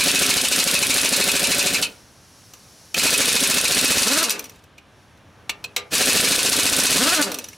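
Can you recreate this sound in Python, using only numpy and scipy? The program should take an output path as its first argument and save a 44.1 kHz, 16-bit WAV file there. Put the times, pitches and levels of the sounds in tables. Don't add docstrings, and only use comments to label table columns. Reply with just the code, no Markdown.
import sys
import numpy as np
from scipy import signal
from scipy.io import wavfile
from scipy.ndimage import uniform_filter1d, minimum_filter1d

SR = 44100
rng = np.random.default_rng(int(sys.argv[2]) if len(sys.argv) > 2 else 0)


def int16_out(signal):
    q = np.round(np.clip(np.atleast_2d(signal).T, -1, 1) * 32767)
    wavfile.write(sys.argv[1], SR, q.astype(np.int16))


N = 333837
T = np.arange(N) / SR


def amp(db):
    return 10 ** (np.asarray(db) / 20)


def unit(x):
    return x / np.sqrt(np.mean(x ** 2) + 1e-20)


def read(points, hz):
    f, value = np.transpose(points)
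    return np.interp(np.log(hz + 1), np.log(f), value)


def curve(points):
    return amp(np.interp(T, *np.transpose(points)))


def add(mix, s, sound):
    part = mix[max(round(s * SR), 0):][:len(sound)]
    part += sound[:len(part)]


def through(x, response):
    return signal.oaconvolve(x, response / np.linalg.norm(response))[:N]


def colour(x, spectrum, size=4096):
    log_gain = np.log(amp(read(spectrum, abs(np.fft.fftfreq(size, 1 / SR)))))
    minimum_phase = np.exp(np.conj(signal.hilbert(log_gain)))
    return through(x, np.fft.ifft(minimum_phase).real[:size // 2])


def modes_of(modes, detune=0, size=6000):
    t = T[:size]
    hz, width, db = np.transpose(modes)[:, :, None]
    hz = hz * (1 + detune * rng.standard_normal(hz.shape))
    sign = (-1) ** np.arange(len(hz))[:, None]
    decay = np.exp(-np.pi * width * t)
    response = (sign * amp(db) * np.sqrt(width) * decay * np.sin(2 * np.pi * hz * t)).sum(0)
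    return response / np.linalg.norm(response)


def ring(x, modes):
    return through(x, modes_of(modes))


def wobble(per_s):
    knots = rng.standard_normal(N // 16)
    return unit(np.interp(T * per_s, np.arange(len(knots)), knots))


# frequency in Hz, relative density in dB.
GARAGE_RUMBLE = [(12, -56.5), (20, -28), (86, -4), (172, -8.5), (293, -12.5), (446, -17), (574, -15),
                 (1260, -18.5), (1440, -21), (1570, -17.5), (1910, -22), (3160, -24), (3630, -26),
                 (16000, -70)]
GARAGE_DB = -52.5


def garage():
    return amp(GARAGE_DB) * colour(rng.standard_normal(N), GARAGE_RUMBLE)


# time in seconds, level in dB.
LEAK_LEVEL = [(0, -60), (1.9, -53.5), (2.15, -56.5), (2.4, -53), (2.9, -51.5), (4.3, -53), (4.6, -75),
              (4.9, -67), (5.03, -63), (5.2, -67), (7.57, -53)]
# frequency in Hz, relative density in dB.
LEAK_SPECTRUM = [(1500, -25.5), (3500, -14.5), (4500, -7.5), (5000, -9.5), (5500, -3.5), (6300, -7.5),
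                 (7200, -12), (8600, -15), (9800, -10.5), (12000, -17), (16000, -29.5)]


def leak():
    return curve(LEAK_LEVEL) * colour(rng.standard_normal(N), LEAK_SPECTRUM)


MOVE_S, MOVE_HALF_S, MOVE_DB = 5.49, 0.36, -52.5
# frequency in Hz, relative density in dB.
RUSTLE_SPECTRUM = [(50, -12), (95, 10), (200, -5), (400, -5), (1000, -8), (1600, -9), (3200, -27),
                   (7000, -39)]


def handling(patchy_db=1.0):
    swell = np.exp(-((T - MOVE_S) / MOVE_HALF_S) ** 2) * amp(MOVE_DB + patchy_db * wobble(25))
    return colour(swell * rng.standard_normal(N), RUSTLE_SPECTRUM)


# time in seconds, blows per second.
HAMMER_RATES = [
    [(0.0054, 13.43), (0.4, 13.76), (0.55, 13.12), (1.2, 13.02), (1.67, 13.2), (1.75, 12.15)],
    [(2.9931, 14.21), (3.1, 13.28), (3.45, 13.67), (3.91, 15.65), (3.98, 20.4), (4.18, 18.55),
     (4.25, 14.39)],
    [(5.9496, 13.92), (6.17, 13.3), (6.5, 14.79), (6.8, 14.87), (6.93, 18.42), (7.09, 17.82), (7.16, 11.82)],
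]
# time in seconds, blow strength in relative dB,
# socket ring in dB relative to the blow, rebound strength in relative dB, mean rebound delay in seconds.
NUT_GRIP = [
    [(0, -5.5, -6.5, -4, 0.033), (.8, -4, -9.5, -5, 0.04), (1.2, -8, -6.5, -6.5, 0.03),
     (1.5, -6.5, -9.5, -15.5, 0.033), (1.82, -10, -5.5, -34, 0.038)],
    [(3, -1.5, -9.5, -3.5, 0.042), (3.4, -1.5, -10, -2, 0.041), (3.75, -2.5, -8, -5, 0.025),
     (4.05, -1, -27, -19, .026), (4.24, -2, -27, -21, 0.02)],
    [(5.95, -2, -10, -6.5, 0.032), (6.25, -1.5, -10, 0.5, 0.044), (6.65, -0.5, -20, -4, 0.032),
     (6.9, -2, -32, -7, 0.042), (7.22, -2, -37, -22, 0.022)],
]


def blows():
    bursts = []
    for rate, grip in zip(HAMMER_RATES, NUT_GRIP):
        times = [rate[0][0]]
        while times[-1] < rate[-1][0]:
            blows_per_s = np.interp(times[-1], *np.transpose(rate))
            times.append(times[-1] + 1 / blows_per_s)
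        s, *columns = np.transpose(grip)
        bursts.append([times] + [np.interp(times, s, c) for c in columns])
    return np.hstack(bursts)


def stalled(wind_up_s=.07):
    times = np.append(-1, blows()[0])
    since = T - times[np.searchsorted(times, T) - 1]
    return uniform_filter1d(np.clip(1 - since / wind_up_s, 0, 1), size=130)


OPEN_S, SHUT_S = 0.061, 0.035
LET_GO_S = .025


def trigger(pressed, lets_go, released):
    opening = np.clip((T - pressed) / OPEN_S, 0, 1) ** 2
    load = .5 - .5 * np.tanh((T - lets_go) / (2 * LET_GO_S))
    held_s = np.clip(T, pressed, released) - pressed
    coast_s = np.maximum(T - released, 0)
    return opening, load, held_s, coast_s


# pressed in seconds, load lets go in seconds, released in seconds,
# relative exhaust level in dB, exhaust sag in dB/s, relative motor level in dB, motor sag in dB/s,
# coasting fade of the motor in dB/s.
TRIGGER_PULLS = [(-0.05, 1.95, 1.79, -19.5, 4.5, -24.5, 3.5, 180),
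                 (2.935, 4.03, 4.204, -17.5, 4, -23.5, 1, 126), (5.9, 6.95, 7.17, -15, 5.5, -20, 2.5, 108)]
# frequency in Hz, relative density in dB.
EXHAUST_SPECTRUM = [(530, -21), (900, -14.5), (1100, -6), (1700, 1.5), (2120, -1.5), (2540, 2.5), (3260, 1),
                    (4010, 2.5), (4920, 0.5), (9650, -5), (11800, -10), (15100, -15), (16000, -22)]


def exhaust(flutter_db=2, stall_db=-3, free_db=3, shut_db=-12, fade_share=0.67):
    air = np.zeros(N)
    for pressed, lets_go, released, air_db, sag_db_per_s, _, _, fade_db_per_s in TRIGGER_PULLS:
        opening, load, held_s, coast_s = trigger(pressed, lets_go, released)
        closing_db = shut_db * np.minimum(coast_s / SHUT_S, 1) - fade_share * fade_db_per_s * coast_s
        air += opening * amp(air_db - sag_db_per_s * held_s + free_db * (2 - load) + closing_db)
    flutter = amp(flutter_db * wobble(500) + stall_db * stalled())
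    return colour(rng.standard_normal(N) * air * flutter, EXHAUST_SPECTRUM)


# harmonic frequency in Hz, relative level in dB.
WHINE_SPECTRUM = [(80, -29.5), (160, -17), (240, 1.5), (310, 3), (390, -4), (480, -1), (590, -3), (800, -6),
                  (1050, -12), (1350, -2.5), (1600, -4.5), (1950, -11.5), (2400, -17), (4000, -18)]
FREE_SAG = .1


def motor(pull, pitch, jitter=.009, rough=0.68, free_rough=0.27, puff_turns=0.48,
          stall_db=-11, bright_db=12, choke_db=-5, free_db=3, harmonics=13):
    pressed, lets_go, released, _, _, motor_db, sag_db_per_s, fade_db_per_s = pull
    on = (T >= pressed) & (T <= released + .5)
    opening, load, held_s, coast_s = (c[on] for c in trigger(pressed, lets_go, released))
    fall_db = sag_db_per_s * held_s + fade_db_per_s * coast_s
    level = opening * amp(motor_db - fall_db + free_db * (1 - load))

    hz = np.interp(T[on], *np.transpose(pitch))
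    struck = stalled()[on]
    stall = load * struck
    free_slowing = 1 - FREE_SAG * (1 - load) * struck
    speed = hz * (1 - stall) * free_slowing * (1 + jitter * wobble(200)[on])
    turns = np.cumsum(speed) / SR
    at_blow = np.maximum.accumulate(turns * (np.diff(struck, prepend=0) > 0))
    vanes = turns - at_blow

    pulses = (np.diff(np.floor(vanes), prepend=0) > 0) * np.sqrt(SR / hz)
    puffs = unit(np.exp(-(vanes % 1) / puff_turns) * rng.standard_normal(N)[on])
    tilt_db = bright_db * np.log2(hz / 280)
    tone = 0
    for k in range(1, harmonics + 1):
        gain = amp(read(WHINE_SPECTRUM, k * hz) + tilt_db * np.log10(k))
        tone = tone + gain * np.cos(2 * np.pi * (k * turns + rng.random()))

    flow, whine = np.zeros((2, N))
    flow[on] = level * amp(stall_db * stall) * (load * (pulses + rough * puffs) + free_rough * puffs)
    whine[on] = level * amp(choke_db * struck) * (1 - load) * tone
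    return flow - uniform_filter1d(flow, size=700), whine


# time in seconds, vane pitch in Hz.
MOTOR_PITCH = [
    [(0, 190), (1.75, 190), (1.97, 70)],
    [(2.95, 170), (4.02, 192), (4.125, 297), (4.18, 334), (4.228, 349), (4.25, 265), (4.3, 217),
     (4.42, 142), (4.56, 80)],
    [(5.93, 160), (6.96, 195), (7.08, 342), (7.14, 386), (7.16, 350), (7.22, 283), (7.235, 228),
     (7.35, 138), (7.57, 65)],
]
# frequency in Hz, relative gain in dB.
MUFFLER_RESPONSE = [(25, 5), (60, -9), (120, -10.5), (180, -1), (270, 4.5), (330, -15), (600, -2),
                    (800, -4.5), (1100, -29.5), (1500, -5), (2200, -29), (4000, -18.5)]
# frequency in Hz, width in Hz, relative level in dB.
PORT_MODES = [(245, 100, -3), (388, 30, 2), (565, 70, -5)]


def air_motor():
    parts = [motor(pull, pitch) for pull, pitch in zip(TRIGGER_PULLS, MOTOR_PITCH)]
    flow, whine = np.sum(parts, axis=0)
    puffs = colour(flow, MUFFLER_RESPONSE) + amp(-1.5) * ring(flow, PORT_MODES)
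    return amp(-.5) * puffs + amp(3.0) * whine + amp(-23) * ring(whine, PORT_MODES)


def contacts(times, levels_db, attack_s, decay_s, chatter_db, chatter_s, grain, modes=None, size=5000):
    force, t = np.zeros(N), T[:size]
    fall = np.exp(-t / decay_s) + amp(chatter_db) * np.exp(-t / chatter_s)
    envelope = (1 - np.exp(-t / attack_s)) * fall
    for s, db in zip(times, levels_db):
        grit, lumps = rng.standard_normal((2, size))
        lumpiness = unit(np.exp(grain * unit(uniform_filter1d(lumps, size=60))))
        strike = envelope * grit * lumpiness
        if modes:
            strike = signal.fftconvolve(strike, modes_of(modes, detune=0.029, size=3000))
        add(force, s, amp(db) * strike)
    return force


# time in seconds,
# # relative strength in dB, socket ring in dB relative to the crack before mixing.
SOCKET_CLINKS = [(2.5355, -23, -22), (2.9425, -6.5, -10), (2.9643, -15, -23), (4.7797, -33, -4),
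                 (5.1726, -46, -14), (5.4934, -9, -4.5), (5.497, -15.5, -14), (5.6406, -13.5, -10),
                 (5.7625, 4.5, -16)]
# time in seconds, relative strength in dB,
# high ping in dB relative to the crack before mixing.
COASTING_TICKS = [(4.2273, -20, -28), (4.2396, -13, -17), (4.282, -11, -38), (4.2964, -20, -36),
                  (4.304, 1.5, -24), (4.3922, -17.5, -27), (4.4408, -25, -28), (4.4547, -29, -30),
                  (4.4946, -30, -28.5), (4.558, -41, -33), (4.638, -40.5, -29), (7.2095, -24, -28),
                  (7.3162, -15, -29), (7.3424, -15.5, -26.5), (7.386, -14, -31), (7.4413, -20, -29),
                  (7.485, -27.5, -25.5), (7.5293, -27.5, -36)]
CLINK_PING_DB, TICK_RING_DB = -37, -14.5
# frequency in Hz, relative density in dB.
CLINK_SPECTRUM = [(120, -33.5), (200, -6), (1180, 0.5), (1870, -6), (2470, -8), (3070, 4), (4200, -10),
                  (4600, -3), (7830, 0.5), (8420, -10.5), (16000, -20)]
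# frequency in Hz, width in Hz, relative level in dB.
STEEL_MODES = [(2125, 90, -6), (2545, 60, 0), (2852, 60, -1), (3515, 110, -3), (3900, 140, -3),
               (4175, 55, -1), (4255, 80, -3), (4610, 70, -3), (4860, 90, -3), (5185, 70, -4),
               (5775, 150, -1), (6330, 90, -4), (6535, 70, -5)]
SOCKET_MODES = [(2330, 170, -5), (2480, 110, -1), (2560, 110, 0), (2700, 170, -3), (2855, 140, -5),
                (3700, 350, -7), (4200, 280, -6)]
PING_MODES = [(5830, 200, 5), (9700, 400, 0), (13550, 140, 0)]
HUB_MODES = [(411, 6.1, 5.5), (402, 62, -7), (503, 26, 5), (1197, 15, 3)]


def clinks():
    rows = [(*row, CLINK_PING_DB) for row in SOCKET_CLINKS]
    rows += [(s, db, TICK_RING_DB, ping_db) for s, db, ping_db in COASTING_TICKS]
    s, db, ring_db, ping_db = np.transpose(rows)
    lumpy = .2
    force = contacts(s, db, attack_s=0.0024, decay_s=0.0036, chatter_db=-22, chatter_s=0.014, grain=lumpy)
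    socket = contacts(s, db + ring_db, attack_s=0.0013, decay_s=0.0044, chatter_db=-38.0,
                      chatter_s=0.014, grain=lumpy, modes=SOCKET_MODES)
    ping = contacts(s, db + ping_db, attack_s=0.00066, decay_s=0.0047, chatter_db=-26,
                    chatter_s=0.0063, grain=lumpy)
    body = amp(-7.5) * colour(force, CLINK_SPECTRUM)
    body += amp(-36.0) * ring(force, STEEL_MODES) + amp(-18.5) * ring(force, HUB_MODES)
    return body + amp(5.0) * socket + amp(22) * ring(ping, PING_MODES)


UNEVEN_DB, UNEVEN_S = 0.5, .0012
CAM_LEAD_S, CAM_DB = .009, -9.5
# frequency in Hz, relative density in dB.
KNOCK_SPECTRUM = [(590, -30.5), (1000, 1.5), (2470, -2), (3460, 13), (4020, 10.5), (6780, 9), (9600, 14.5),
                  (15100, -3.5), (16000, -30.5)]


def rebounds():
    s, db, _, rebound_db, delay_s = blows()
    delay_s = delay_s + UNEVEN_S * rng.standard_normal(len(s))
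    times = np.append(s + delay_s, s[1:] - CAM_LEAD_S)
    levels_db = np.append(rebound_db, db[1:] + CAM_DB)
    force = contacts(times, levels_db, attack_s=0.0027, decay_s=0.0027, chatter_db=-5.5,
                     chatter_s=0.006, grain=0.41)
    return amp(3.5) * colour(force, KNOCK_SPECTRUM) + amp(-10.0) * ring(force, STEEL_MODES)


# frequency in Hz, relative density in dB.
CRACK_SPECTRUM = [(530, -52), (900, -7), (2070, -9.5), (2450, -7), (3260, -8), (4150, -3.5), (7140, -3.5),
                  (9770, -5.5), (12000, -13), (13800, -13), (16000, -55)]


def hammer():
    s, db, ring_db, _, _ = blows()
    db = db + UNEVEN_DB * rng.standard_normal(len(s))
    rise_s = .0015
    crack = contacts(s, db, attack_s=rise_s, decay_s=0.013, chatter_db=-11.0, chatter_s=0.0063, grain=0.061)
    clatter = contacts(s, db, attack_s=rise_s, decay_s=0.0067, chatter_db=-19.0, chatter_s=0.012, grain=0.087)
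    socket = contacts(s, db + ring_db, attack_s=rise_s, decay_s=0.017, chatter_db=-15,
                      chatter_s=0.02, grain=0.38, modes=SOCKET_MODES)
    struck_steel = amp(-2.0) * colour(crack, CRACK_SPECTRUM) + amp(-3.5) * ring(clatter, STEEL_MODES)
    return struck_steel + amp(0.5) * socket


# frequency in Hz, time to fall by 60 dB in seconds.
ROOM_DECAY = [(150, 0.36), (500, 0.54), (2500, 0.21), (6000, 0.11), (15000, 0.08)]


def room(x, near_db, tail_db, size=20000):
    near = np.zeros(size)
    near[rng.integers(40, 700, size=12)] = rng.choice([-1., 1.], size=12)
    late_noise = rng.standard_normal(size) * (T[:size] > .006)
    hz, t, z = signal.stft(late_noise, SR, nperseg=256)
    fading = amp(-60 * t / read(ROOM_DECAY, hz)[:, None])
    tail = signal.istft(z * fading, SR, nperseg=256)[1]
    return amp(near_db) * through(x, near) + amp(tail_db) * through(x, tail)


def scene():
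    tool = leak() + handling() + exhaust() + air_motor() + clinks() + rebounds() + hammer()
    mid = tool + room(tool, near_db=-11.5, tail_db=-15.0) + garage()
    # (Hz, relative dB)
    spread = [(100, 1.0), (300, 1), (600, 8), (2500, 8.5), (5000, 3), (9000, 5.0), (13000, -34)]
    side_echoes = colour(room(tool, near_db=-6.0, tail_db=-15.0), spread)
    side = amp(-14) * side_echoes + amp(-14.5) * garage()
    return np.array([mid + side, mid - side])


EDGE_HZ = 16050


def record(dry, threshold_db=-15, release_db_per_s=260):
    power = abs(uniform_filter1d((dry ** 2).mean(0), size=90))
    power_db = 10 * np.log10(power + 1e-12)
    over_db = -minimum_filter1d(-np.maximum(power_db - threshold_db, 0), size=150)
    fall = T * release_db_per_s
    held_db = np.maximum.accumulate(over_db + fall) - fall
    limited = dry * amp(-uniform_filter1d(held_db, size=40))
    low_pass = signal.firwin(511, EDGE_HZ, window=("kaiser", 9), fs=SR)
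    return signal.oaconvolve(limited, low_pass[None], "same")


dry = scene()
out = record(dry)
int16_out(out)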